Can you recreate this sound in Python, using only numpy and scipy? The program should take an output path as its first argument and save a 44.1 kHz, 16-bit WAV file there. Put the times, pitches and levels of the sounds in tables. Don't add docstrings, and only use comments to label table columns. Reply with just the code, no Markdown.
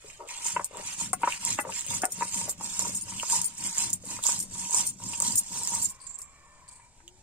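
import sys
import numpy as np
from scipy import signal
from scipy.fft import rfft, irfft
from scipy.io import wavfile
from scipy.ndimage import uniform_filter1d

SR = 44100
rng = np.random.default_rng(int(sys.argv[2]) if len(sys.argv) > 2 else 0)


def wrap_up_sound(samples):
    columns = np.atleast_2d(samples).T
    tamed = np.clip(columns, -1, 1)
    steps = np.round(tamed * 32767).astype(np.int16)
    wavfile.write(sys.argv[1], SR, steps)


def ratio_of_db(decibels):
    return 10 ** (np.asarray(decibels, float) / 20)


N = 318402
T = np.arange(N) / SR


def level(x):
    return x / np.sqrt(np.mean(x ** 2))


def colour(x, points, share=1):
    hz, db = np.transpose(points)
    grid = np.log(np.arange(1025) * SR / 2048 + 1)
    log_gain = share * np.interp(grid, np.log(hz), db) * np.log(10) / 20
    cepstrum = irfft(log_gain)
    cepstrum[1:1024] *= 2
    cepstrum[1025:] = 0
    impulse = irfft(np.exp(rfft(cepstrum)))
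    return signal.oaconvolve(x, impulse[None], axes=1)[:, :N]


def fade(x, t60):
    return signal.lfilter([1], [1, -1000 ** (-1 / (max(t60, 1e-4) * SR))], x)


def ring(x, modes):
    out = 0
    for hz, db, t60 in modes:
        pole = np.exp(2j * np.pi * hz / SR - np.log(1000) / (t60 * SR))
        out = out + ratio_of_db(db) * signal.lfilter([0, pole.imag], [1, -2 * pole.real, abs(pole) ** 2], x)
    return out


def grains(per_s, scatter_db, t60):
    size = np.minimum(rng.exponential(size=N), 2.7)
    starts = (rng.random(N) < per_s / SR) * ratio_of_db(scatter_db * size)
    return np.sqrt(fade(starts ** 2, t60 / 2)) * rng.standard_normal((2, N))


def patchy(x, patchy_db):
    z = signal.stft(x, nperseg=256)[2]
    patch = uniform_filter1d(rng.standard_normal(z.shape), size=2, axis=1)
    patch = uniform_filter1d(patch, size=4, axis=2)
    return signal.istft(z * ratio_of_db(patchy_db * level(patch)), nperseg=256)[1][:, :N]


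def swell(s, rise, fall, db, fall_db, shape):
    late = T[::64] - np.asarray(s)[:, None]
    building = -late / np.maximum(rise, .01)[:, None]
    easing = late / np.maximum(fall, .01)[:, None]
    off = np.where(late < 0, building, easing)
    power = ratio_of_db(np.asarray(db)[:, None] - fall_db * off ** shape) ** 2
    return np.interp(T, T[::64], np.sqrt(power.sum(axis=0)))


# (frequency [Hz], level [dB])
PORT_DIFFERENCE = [(40, -8), (110, -48.5), (380, -11), (700, -16.5), (1290, -1), (2380, -3), (4400, -11),
                   (8120, -1.5)]


def place(pair):
    return pair[0] + colour(pair[1:], PORT_DIFFERENCE) * np.array([[1], [-1]])


# (frequency [Hz], density [dB per Hz])
YARD_SPECTRUM = [(20, -1.5), (130, -9), (420, -26), (900, -20), (1090, -34.5), (8180, -22), (9700, -35.5),
                 (16000, -52)]
YARD_DB = -61


def yard():
    gust = level(uniform_filter1d(rng.standard_normal(N), 4000))
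    air = level(colour(rng.standard_normal((2, N)), YARD_SPECTRUM))
    return place(air * ratio_of_db(YARD_DB + 1.8 * gust))


# (time [s], pitch [Hz], level [dB])
CROW = [
    (6.1, 590, -88),
    (6.35, 594, -76),
    (6.5, 597, -70),
    (6.62, 596, -73),
    (6.85, 596, -86),
]
# (multiple of the pitch, level [dB])
CROW_PARTIALS = [(1, -2), (2, -5), (3, 3)]
# (time [s], pitch [Hz], level [dB])
DOVE = [
    (7.015, 334, -77),
    (7.046, 340, -63),
    (7.124, 374, -66),
    (7.22, 378, -76),
]


def birds():
    out = np.zeros(N)
    waver = 1 + .006 * level(uniform_filter1d(rng.standard_normal(N), 900))
    for table, partials in ((CROW, CROW_PARTIALS), (DOVE, [(0.98, 0.0046)])):
        s, hz, db = np.transpose(table)
        phase = 2 * np.pi * np.cumsum(np.interp(T, s, hz) * waver) / SR
        tone = sum(ratio_of_db(g_db) * np.sin(k * phase) for k, g_db in partials)
        out += np.sqrt(2) * tone * ratio_of_db(np.interp(T, s, db, left=-120, right=-120))
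    return out


# (time [s], pitch [Hz], level [dB])
WHINE = [
    (5.45, 973, -69),
    (5.85, 1018, -47.5),
    (6.314, 1121, -50),
    (6.856, 962, -50.5),
    (6.906, 938, -59),
    (7.22, 886, -61.5),
]


def whine():
    s, pitch, strength = np.transpose(WHINE)
    hz, db = np.interp(T, s, pitch), np.interp(T, s, strength)
    phase, high_phase = 2 * np.pi * np.cumsum(hz) / SR, 2 * np.pi * 2330 * T
    rough = level(uniform_filter1d(rng.standard_normal((4, N)), 330))
    tone = rough[0] * np.sin(phase) + rough[1] * np.cos(phase)
    tone += ratio_of_db(-7.0) * (rough[2] * np.sin(high_phase) + rough[3] * np.cos(high_phase))
    rush = level(ring(rng.standard_normal(N), [(1960, 0, 0.0026)]))
    low_rush = level(ring(rng.standard_normal(N), [(600, 0, 0.019)]))
    rush += 0.58 * low_rush * ratio_of_db(-54.5 - db)
    return ratio_of_db(db - 11.5) * (tone + ratio_of_db(-7.0) * rush)


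# (time [s], level [dB], centre [Hz], width [Hz], t60 [s])
FIZZ = [
    (6.005, -47, 8400, 1200, 0.6),
    (6.001, -54, 4700, 800, 0.5),
    (6.066, -41.5, 7500, 700, 0.54),
    (6.141, -43, 7600, 810, 0.45),
    (6.45, -63, 7800, 2360, 1),
    (6.679, -47.5, 8200, 1700, 0.54),
    (6.677, -55, 4650, 750, 0.35),
]


def fizz():
    out, wet = np.zeros((2, N)), level(grains(330.0, 0.86, 0.046))
    for s, db, hz, width, t60 in FIZZ:
        bubble = [(hz, 0, 2.4 / width)]
        band = level(ring(ring(wet, bubble), bubble))
        rise = np.clip((T - s) / 0.0017, 0, 1)
        out += ratio_of_db(db) * band * rise * 1000 ** (-np.maximum(T - s, 0) / t60)
    return out


# (frequency [Hz], level [dB], t60 [s])
BANGLE_MODES = [(5850, -6, .05), (6880, 0, .06), (7430, 0, .05), (8215, 0, .06), (8590, 0, .06),
                (8965, 3, .07), (9588, 0, .07), (10850, -5, .04), (11400, -5, .04), (12230, -10, .05),
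                (13070, -8, .06), (13900, -11, .04), (15000, -11, .05), (15330, -7, .06)]
SKIN_DAMPING = .65
TICK_EDGE = .68
SPIKE = 3.0


def snaps(table):
    out, t = np.zeros((2, N + SR)), T[:SR // 8]
    chance = rng.standard_normal((len(table), 2, len(t)))
    for (s, db, hz, *rattle), noise in zip(table, chance):
        sharp = noise + SPIKE * np.exp(-t / .0003) * np.cos(2 * np.pi * hz * t)
        crumbling = np.exp(-t / .0013) + .15 * np.exp(-t / .007)
        shell = [(hz, 0, min(8.1 / hz, .0028))]
        burst = ring(ring(sharp * crumbling, shell), shell)
        tick = noise * np.exp(-t / 0.0015)
        burst = burst / np.abs(burst).max() + 0.12 * tick
        if rattle:
            ring_db, rattle_s = rattle
            modes = [(f, g_db + 5.0 * e, SKIN_DAMPING * t60)
                     for (f, g_db, t60), e in zip(BANGLE_MODES, noise[0, ::-1])]
            clink = ring(noise * np.exp(-(t / max(rattle_s, .001)) ** 4.1), modes)
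            burst += ratio_of_db(ring_db) * clink / np.abs(clink).max()
        edge = signal.butter(5, TICK_EDGE * min(hz, 7000), "high", fs=SR, output="sos")
        start = int(s * SR)
        out[:, start:start + len(t)] += ratio_of_db(db + 7.0) * signal.sosfilt(edge, burst)
    return out[:, :N]


# (time [s], peak [dB], ring [dB], rattle [s])
CLINKS = [(0.6444, -19.5, -11, 0.0034), (1.131, -16, -11, 0.0082), (1.599, -30, 0, 0.023),
          (1.865, -27, -28, 0.0088), (1.903, -29.5, 0, 0.0058), (2.0179, -32.5, 7, 0.0014),
          (2.0535, -16.5, -17, 0.0026), (2.115, -39.5, -3, 0.0028), (2.4943, -19.5, -8, 0.016),
          (2.949, -26, -2, 0.0097), (3.416, -18.5, -14, 0.0023), (3.444, -20.5, -6, 0.022),
          (3.903, -24, -28, 0.0069), (3.9303, -24, 2.5, 0.0018), (4.3911, -20.5, -19, 0.0026),
          (4.4006, -24.5, 0, 0.0053), (4.426, -27, -4, 0.0049), (4.8744, -19.5, -10.5, 0.028),
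          (5.3525, -33, -0.5, 0.003), (5.356, -20, -0.5, 0.0018), (5.374, -33, 15, 0.019),
          (5.823, -26, 1.5, 0.0015), (5.846, -23, -0.5, 0.012), (5.897, -30, -2, 0.0097),
          (6.1883, -33.5, -9, 0.0063), (6.2175, -31, -6, 0.003),
          (0.6553, -32.5, 2, 0.002), (2.043, -27.5, -5.5, 0.0027), (2.105, -47.5, 5.5, 0.0049),
           (2.12, -34.5, 7, 0.0038), (2.961, -30.5, 2.5, 0.015), (3.0104, -32, 0, 0.0015),
           (3.021, -31.5, 1.5, 0.0031), (3.9354, -25, -7, 0.0038), (3.955, -34, -6, 0.005),
           (4.8662, -29.5, 7, .003), (4.8704, -45, 0.5, 0.0023), (4.89, -29, -8.5, 0.0075),
           (5.363, -32.5, -1.5, 0.003), (5.3802, -29, -4.5, 0.0023), (5.817, -35.5, 4, 0.0081),
           (5.839, -32, 4, 0.0052), (5.8305, -29.5, 5, 0.0039), (5.885, -41, 4, 0.0053)]


def bangles():
    return snaps([(s, db, 8600, *rattle) for s, db, *rattle in CLINKS])


# (time [s], peak [dB], centre [Hz])
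CRACKS = [(0.2877, -35, 7850), (0.4609, -31, 7850), (0.4744, -28, 7340), (0.7708, -32, 8100),
          (0.9916, -43, 7200), (1.01, -32, 8450), (1.323, -23.5, 2680), (1.3326, -30.5, 2600),
          (1.4502, -16, 7900), (1.529, -23.5, 6100), (1.701, -31, 8040), (2.2523, -35, 8600),
          (2.3445, -21.5, 7400), (2.644, -34, 7800), (2.7929, -16, 7350), (2.8226, -30, 7400),
          (3.198, -23.5, 2940), (3.2266, -26, 7100), (3.662, -49, 7300), (4.2385, -18, 8600),
          (4.267, -13, 7060), (4.286, -21, 7600), (4.7087, -23.5, 7800), (4.7495, -27.5, 7260),
          (5.2235, -18.5, 7740), (4.2385, -29.5, 3760), (4.228, -30, 7700), (4.734, -22, 7350),
          (4.7461, -14, 7200), (5.135, -30, 2780), (5.2015, -16, 8170), (5.2204, -17.5, 7000),
          (5.674, -20, 7260), (7.0786, -42.5, 3160), (7.0788, -41, 7020),
          (0.467, -30, 7600), (0.505, -26.5, 6940), (0.52, -31, 7200), (0.86, -47, 7700),
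             (1.22, -35.5, 8340), (1.427, -41, 7400), (1.5874, -29, 7060), (1.722, -34, 2640),
             (1.793, -26, 7300), (1.809, -25, 7300), (1.878, -36.5, 2760), (1.923, -30, 7600),
             (2.755, -33.5, 7200), (2.806, -32, 5100), (3.199, -34, 7000), (3.306, -21, 7300),
             (3.5816, -29, 8100), (3.755, -39, 8050), (3.782, -18, 7150), (4.054, -35, 8300),
             (4.318, -30, 7540), (4.539, -45, 7600), (4.785, -20, 7300), (4.905, -40.5, 7460),
             (5.0958, -29, 7840), (5.324, -23.5, 7500), (5.634, -22.5, 7600), (5.695, -25, 6950),
             (0.1008, -39, 2530), (0.2913, -36.5, 2340), (0.3214, -47, 2470), (.8659, -50.5, 2320),
             (1.903, -29.5, 3600), (2.3406, -40.5, 2520), (3.2991, -33, 3020), (4.1666, -40, 2310),
             (4.6505, -38.5, 2700), (0.278, -51, 7700), (0.9788, -40, 8200), (1.941, -26, 8700),
             (2.6214, -47, 8200), (3.3403, -27, 7340), (5.521, -29, 7800), (5.68, -38, 4400),
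             (5.75, -18.5, 7700)]


def cracks():
    return snaps(CRACKS)


# (frequency [Hz], level [dB], t60 [s])
SLAB = [(937, 0, .05), (732, -12, .06), (1090, -9, .04), (620, -14, .03)]
# (frequency [Hz], level [dB], t60 [s])
SLAB_UPPER = [(1250, 4, 0.019), (1450, -3.5, 0.093), (1724, -1, 0.049), (1996, 2, 0.073), (2150, 5, 0.01),
              (2610, 2, 0.09)]


def strike_slab(table):
    out, t = np.zeros((2, N + SR)), T[:SR // 5]
    chance = rng.standard_normal((len(table), 2, len(t)))
    for (s, db, hz, t60, upper_db), noise in zip(table, chance):
        t60 = np.clip(t60, .02, .075)
        slide = t + 0.00029 * (1 - np.exp(-t / 0.0044))
        push = t * np.exp(-t / 0.0015) * (np.sin(2 * np.pi * hz * slide) + 1.3 * noise) + 1e-18
        local = [(hz, 0, t60), (.55 * hz, 1, .012), (.65 * hz, 3, .012), (1.3 * hz, 5, .012)]
        spot = ring(push, local) + ratio_of_db(-6) * ring(push, SLAB)
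        modes = [(f, g_db + 5.0 * e, d) for (f, g_db, d), e in zip(SLAB_UPPER, noise[0, ::-1])]
        upper = ring(push, modes)
        chatter = ring(ring(noise * np.exp(-t / .009), [(1500, 0, .001)]), [(2300, 0, .001)])
        upper = upper / np.abs(upper).max() + .8 * chatter / np.abs(chatter).max()
        blow = spot / np.abs(spot[0]).max() + ratio_of_db(upper_db + 2.0) * upper
        start = int(s * SR)
        out[:, start:start + len(t)] += ratio_of_db(db - 0.5) * blow
    band = signal.butter(3, [330, 3100], "band", fs=SR, output="sos")
    return place(signal.sosfilt(band, out[:, :N]) * np.array([[1], [.8]]))


# (time [s], peak [dB], pitch [Hz], t60 [s], upper modes [dB])
KNOCKS = [(0.044, -39, 423, 0.052, -27), (0.203, -34.5, 940, 0.085, -14), (0.563, -16, 982, 0.043, -8.5),
          (0.594, -23, 1017, 0.016, -12.5), (1.131, -21, 733, 0.044, -28), (1.215, -35.5, 890, 0.034, -43),
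          (1.2325, -15, 946, 0.052, -8), (1.273, -17, 988, 0.055, -5), (1.588, -24.5, 836, 0.09, 7),
          (1.649, -28, 900, 0.017, -12), (1.691, -29.5, 912, 0.023, -18), (2.034, -18, 738, 0.12, -2.5),
          (2.051, -27, 730, 0.11, -13), (2.208, -24.5, 950, 0.064, -12), (2.221, -21, 980, 0.051, -4.5),
          (2.478, -32.5, 600, 0.017, -9.5), (2.609, -29, 864, 0.015, -19), (2.849, -27.5, 958, 0.06, -32),
          (3.23, -25, 978, 0.017, -10), (4.188, -37.5, 1010, 0.016, -4.5), (4.288, -28.5, 936, .03, -20),
          (6.195, -53, 1040, 0.055, 3), (6.797, -60.5, 943, 0.055, 7), (7.002, -57, 1520, 0.024, 3),
          (0.607, -30.5, 963, 0.017, -10.5), (0.709, -41, 514, 0.025, -18), (0.745, -37.5, 945, 0.037, -16),
        (1.011, -39, 940, 0.02, -8), (1.132, -22, 1050, 0.016, -10.5), (1.677, -38, 538, 0.037, -19),
        (1.906, -36.5, 930, 0.018, -13), (2.487, -36, 720, 0.059, -27), (2.599, -42.5, 860, 0.032, -13),
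        (2.795, -33.5, 1010, 0.018, -12), (3.12, -43, 940, 0.017, 2), (3.329, -31, 922, 0.096, -42),
        (3.785, -41, 980, 0.02, -18), (4.238, -40, 920, .02, -27), (4.254, -36, 940, 0.017, -17),
        (4.74, -28.5, 970, 0.047, -23), (5.203, -34, 940, 0.027, -5.5), (5.223, -29.5, 926, 0.016, -20),
        (5.294, -40.5, 884, 0.017, -30), (5.734, -31.5, 956, 0.046, -23)]
# (time [s], peak [dB], pitch [Hz])
BUMPS = [(.454, -36, 937), (.998, -42, 965), (1.45, -40, 980), (2.341, -40, 956), (2.411, -34.5, 924),
         (2.489, -39.5, 500), (2.815, -36.5, 950), (3.772, -41, 980), (4.037, -41.5, 494),
         (4.554, -40, 931), (4.693, -38.5, 960), (4.716, -36.5, 930), (4.781, -42, 939), (4.999, -43, 974),
         (5.13, -35, 920), (5.266, -43.5, 950), (5.555, -35, 940), (5.613, -34.5, 924), (5.676, -40, 960),
         (5.718, -33.5, 928), (5.777, -38, 900), (6.461, -55.5, 950), (6.616, -52, 1040)]
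BUMP_T60_S, BUMP_UPPER_DB = 0.058, -16.5


def knocks():
    bumps = [(*bump, BUMP_T60_S, BUMP_UPPER_DB) for bump in BUMPS]
    return strike_slab(KNOCKS + bumps)


# (time [s], rumble [dB])
ROLLING = [(.06, -73), (0.571, -53.5), (.83, -54), (1.04, -47.5), (1.13, -51.5), (1.28, -54.5),
           (1.5, -43.5), (1.68, -49.5), (1.943, -43.5), (2.209, -48.5), (2.403, -43.5), (2.638, -48.5),
           (2.869, -41.5), (3.122, -45), (3.391, -48), (3.63, -48.5), (3.87, -43.5), (4.1, -45),
           (4.378, -46), (4.59, -48), (4.837, -46.5), (5.06, -46), (5.301, -42.5), (5.577, -45),
           (5.79, -46.5)]
SPEED_UP_S, SLOW_DOWN_S, RUMBLE_FALL_DB = 0.12, 0.14, 19.5
# (time [s], soft rub [dB])
ROCKING = [(0.07, -59), (0.23, -48), (0.591, -51.5), (0.764, -46.5), (1.25, -51), (1.665, -45.5),
           (1.91, -59), (2.053, -48), (2.221, -56), (2.48, -53.5), (2.849, -53)]
ROCK_IN_S, ROCK_OUT_S, ROCK_FALL_DB, RUB_DB = 0.064, 0.087, 25.5, -16.5
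# (frequency [Hz], density [dB per Hz])
RUMBLE_SPECTRUM = [(25, -49), (85, -3.5), (118, 4), (145, -8.5), (188, 3.5), (250, -10), (320, -13),
                   (800, -45.5)]
# (frequency [Hz], density [dB per Hz])
RUB_SPECTRUM = [(200, -40), (380, -1), (560, 0), (800, -9), (1200, -6), (2500, -45)]
ROUND = 2.13


def rolling():
    s, db = np.transpose(ROLLING)
    speed_up, slow_down = np.full_like(s, SPEED_UP_S), np.full_like(s, SLOW_DOWN_S)
    speed = swell(s, speed_up, slow_down, db, RUMBLE_FALL_DB, ROUND)
    s, db = np.transpose(ROCKING)
    rock_in, rock_out = np.full_like(s, ROCK_IN_S), np.full_like(s, ROCK_OUT_S)
    rocking = swell(s, rock_in, rock_out, db, ROCK_FALL_DB, ROUND)
    rub = level(colour(grains(700., 3.7, 0.0054), RUB_SPECTRUM))
    rumble = level(colour(grains(370.0, 5.8, 0.085), RUMBLE_SPECTRUM))
    return place(rub * (rocking + ratio_of_db(RUB_DB) * speed) + rumble * speed)


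# (hardest time [s], build-up [s], let-off [s], grit [dB])
STROKES = [(0.081, 0.18, 0.3, -53), (0.306, 0.054, 0.46, -42.5), (0.471, 0.093, 0.14, -32.5),
           (0.64, 0.47, 0.042, -52), (0.789, 0.14, 0.18, -71), (0.92, 0.27, 0.086, -38.5),
           (1.01, 0.073, 0.13, -33.5), (1.319, 0.15, 0.15, -38.5), (1.496, 0.15, 0.12, -30.5),
           (1.781, 0.16, 0.11, -36.5), (1.949, 0.16, 0.091, -32), (2.21, 0.15, 0.35, -39),
           (2.378, 0.11, 0.2, -32.5), (2.654, 0.099, 0.46, -37.5), (2.804, 0.088, 0.32, -33.5),
           (3.1, 0.1, 1, -40.5), (3.338, 0.11, 0.14, -25), (3.662, 0.14, 0.11, -33.5),
           (3.815, 0.17, 0.16, -29.5), (4.121, 0.12, 0.15, -36.5), (4.27, 0.06, 0.2, -26.5),
           (4.59, 0.15, 0.32, -37), (4.775, 0.12, 0.16, -27), (5.063, 0.13, 1, -39.5),
           (5.268, 0.097, 0.17, -29), (5.569, 0.12, 0.19, -34), (5.764, 0.26, 0.18, -31.5)]
# (husk crunch [dB], slab hum [dB])
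STROKE_WEIGHT = [(-57, -77), (-47.5, -50), (-42.5, -57), (-73, -51.5), (-53.5, -49), (-46, -51),
                 (-45, -49.5), (-41, -50), (-40.5, -48), (-44, -55.5), (-43.5, -47), (-48, -54.5),
                 (-45, -48.5), (-48.5, -50.5), (-47, -51.5), (-51.5, -53), (-43, -37.5), (-45.5, -47.5),
                 (-43, -42.5), (-49.5, -49), (-42.5, -39), (-52.5, -52), (-45.5, -41.5), (-55, -51.5),
                 (-49.5, -46), (-52, -48), (-50, -47.5)]
# (frequency [Hz], density [dB per Hz])
GRIT_SPECTRUM = [(2060, -29.5), (4420, -12), (6240, -5.5), (7480, -4), (8910, -6.5), (9880, -19.5),
                 (15000, -31), (16500, -60.5)]
# (frequency [Hz], density [dB per Hz])
HUSK_SPECTRUM = [(300, -35), (600, -31.5), (1200, -5.5), (1630, -6), (2600, 2), (3500, -1), (5000, -6),
                 (8000, -50.5)]
GRIT_FALL_DB, HUSK_FALL_DB, HUM_FALL_DB = 29, 26, 35
CREST = 1.56


def crushing():
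    s, rise, fall, grit_db = np.transpose(STROKES)
    husk_db, hum_db = np.transpose(STROKE_WEIGHT)
    grit = level(colour(patchy(grains(750., 2.1, 0.035), patchy_db=5.0), GRIT_SPECTRUM))
    husk = level(colour(patchy(grains(500., 1.0, 0.032), patchy_db=3.5), HUSK_SPECTRUM))
    hum = level(ring(grains(500., 3.5, 0.014), [(941.0, 0.5, 0.12), (998, -0.074, 0.054)]))
    grit = grit * swell(s, rise, fall, grit_db, GRIT_FALL_DB, CREST)
    husk = husk * swell(s, rise, fall, husk_db, HUSK_FALL_DB, CREST)
    hum = hum * swell(s, rise, fall, hum_db, HUM_FALL_DB, CREST)
    return place(grit + husk + hum)


def reflections(near):
    tail = rng.standard_normal((2, SR // 3)) * 1000 ** (-T[:SR // 3] / 0.065)
    tail[:, :130] = 0
    return ratio_of_db(-28.5) * signal.oaconvolve(near, tail, axes=1)[:, :N]


def scene():
    near = crushing() + rolling() + knocks() + cracks() + bangles() + fizz()
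    return near + reflections(near) + birds() + whine() + yard()


# (frequency [Hz], difference [dB])
PORT_BALANCE = [(60, 5), (250, 5.5), (2000, 0.5), (6200, -3), (7400, -13), (8400, 9.5), (10400, 7),
                (15200, 2)]


def microphone_ports(dry):
    left = np.roll(colour(dry[:1], PORT_BALANCE, share=.5), shift=3)
    right = colour(dry[1:], PORT_BALANCE, share=-.5)
    top_cut = signal.butter(16, 15700, fs=SR, output="sos")
    return signal.sosfilt(top_cut, np.vstack([left, right]))


# (frequency [Hz], rounding step over band level [dB])
COARSE = [(700, -21), (1700, -5), (3400, .5), (5200, -3), (7400, -12), (9800, .5), (15000, 5), (16600, 25)]
# (frequency [Hz], threshold [spreads above the mean])
GAPS = [(1000, 3), (1600, 1.6), (2600, 1.2), (3700, .5), (5000, .85), (7500, 2.1), (9600, .9), (15000, .3)]
COARSE_SCATTER_DB, CLICK_DB = 5, 9
FAINT_HZ, FAINT_DB = 9700, -63


def masked_rounding(x):
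    half, lead = 1024, 2048 - 597
    mix = np.array([[1, 1], [1, -1]]) / np.sqrt(2)
    n, k = np.arange(2 * half), np.arange(half)
    window = signal.windows.kaiser_bessel_derived(2 * half, 4 * np.pi)[:, None]
    cosines = np.cos(np.pi / half * np.outer(n + (half + 1) / 2, k + .5))
    basis = window * cosines * np.sqrt(2 / half)
    end = 2 * half - (lead + N) % half
    halves = np.pad(mix @ x, ((0, 0), (lead, end))).reshape(2, -1, half)
    frames = np.concatenate([halves[:, :-1], halves[:, 1:]], axis=2)
    bins = frames @ basis
    bin_hz, log_hz = k * SR / 2 / half, np.log((k + 1) * SR / 2 / half)
    hz, db = np.transpose(COARSE)
    scatter = level(uniform_filter1d(rng.standard_normal(bins[..., ::8].shape), size=2, axis=1))
    scatter_db = COARSE_SCATTER_DB * np.repeat(scatter, 8, axis=2)
    around = np.sqrt(uniform_filter1d(np.mean(bins ** 2, axis=0), size=40, axis=1) + 1e-18)
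    step = around * ratio_of_db(np.interp(log_hz, np.log(hz), db) + scatter_db)
    step = np.maximum(step, (bin_hz > FAINT_HZ) * ratio_of_db(FAINT_DB + scatter_db))
    steps = np.floor((np.abs(bins) / step) ** .75 + .4054)
    rounded = np.sign(bins) * step * steps ** (4 / 3)
    hz, spreads = np.transpose(GAPS)
    chance = level(uniform_filter1d(rng.standard_normal(bins[..., ::8].shape), size=4, axis=1))
    kept = np.repeat(chance, 8, axis=2) < np.interp(log_hz, np.log(hz), spreads)
    slope = np.diff(frames[0], prepend=0).reshape(len(bins[0]), 16, -1)
    blocks = np.sqrt(np.mean(slope ** 2, axis=2))
    click = blocks[:, 3:13].max(axis=1) > ratio_of_db(CLICK_DB) * np.median(blocks, axis=1)
    frames = np.where(click[:, None], bins, rounded * kept) @ basis.T
    halves = frames[:, 1:, :half] + frames[:, :-1, half:]
    return mix @ halves.reshape(2, -1)[:, lead - half:lead - half + N]


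def low_pass(x):
    return signal.sosfilt(signal.butter(12, 16700, fs=SR, output="sos"), x)


def record(dry):
    mix = masked_rounding(microphone_ports(dry))
    return low_pass(mix)


dry = scene()
out = record(dry)
wrap_up_sound(out)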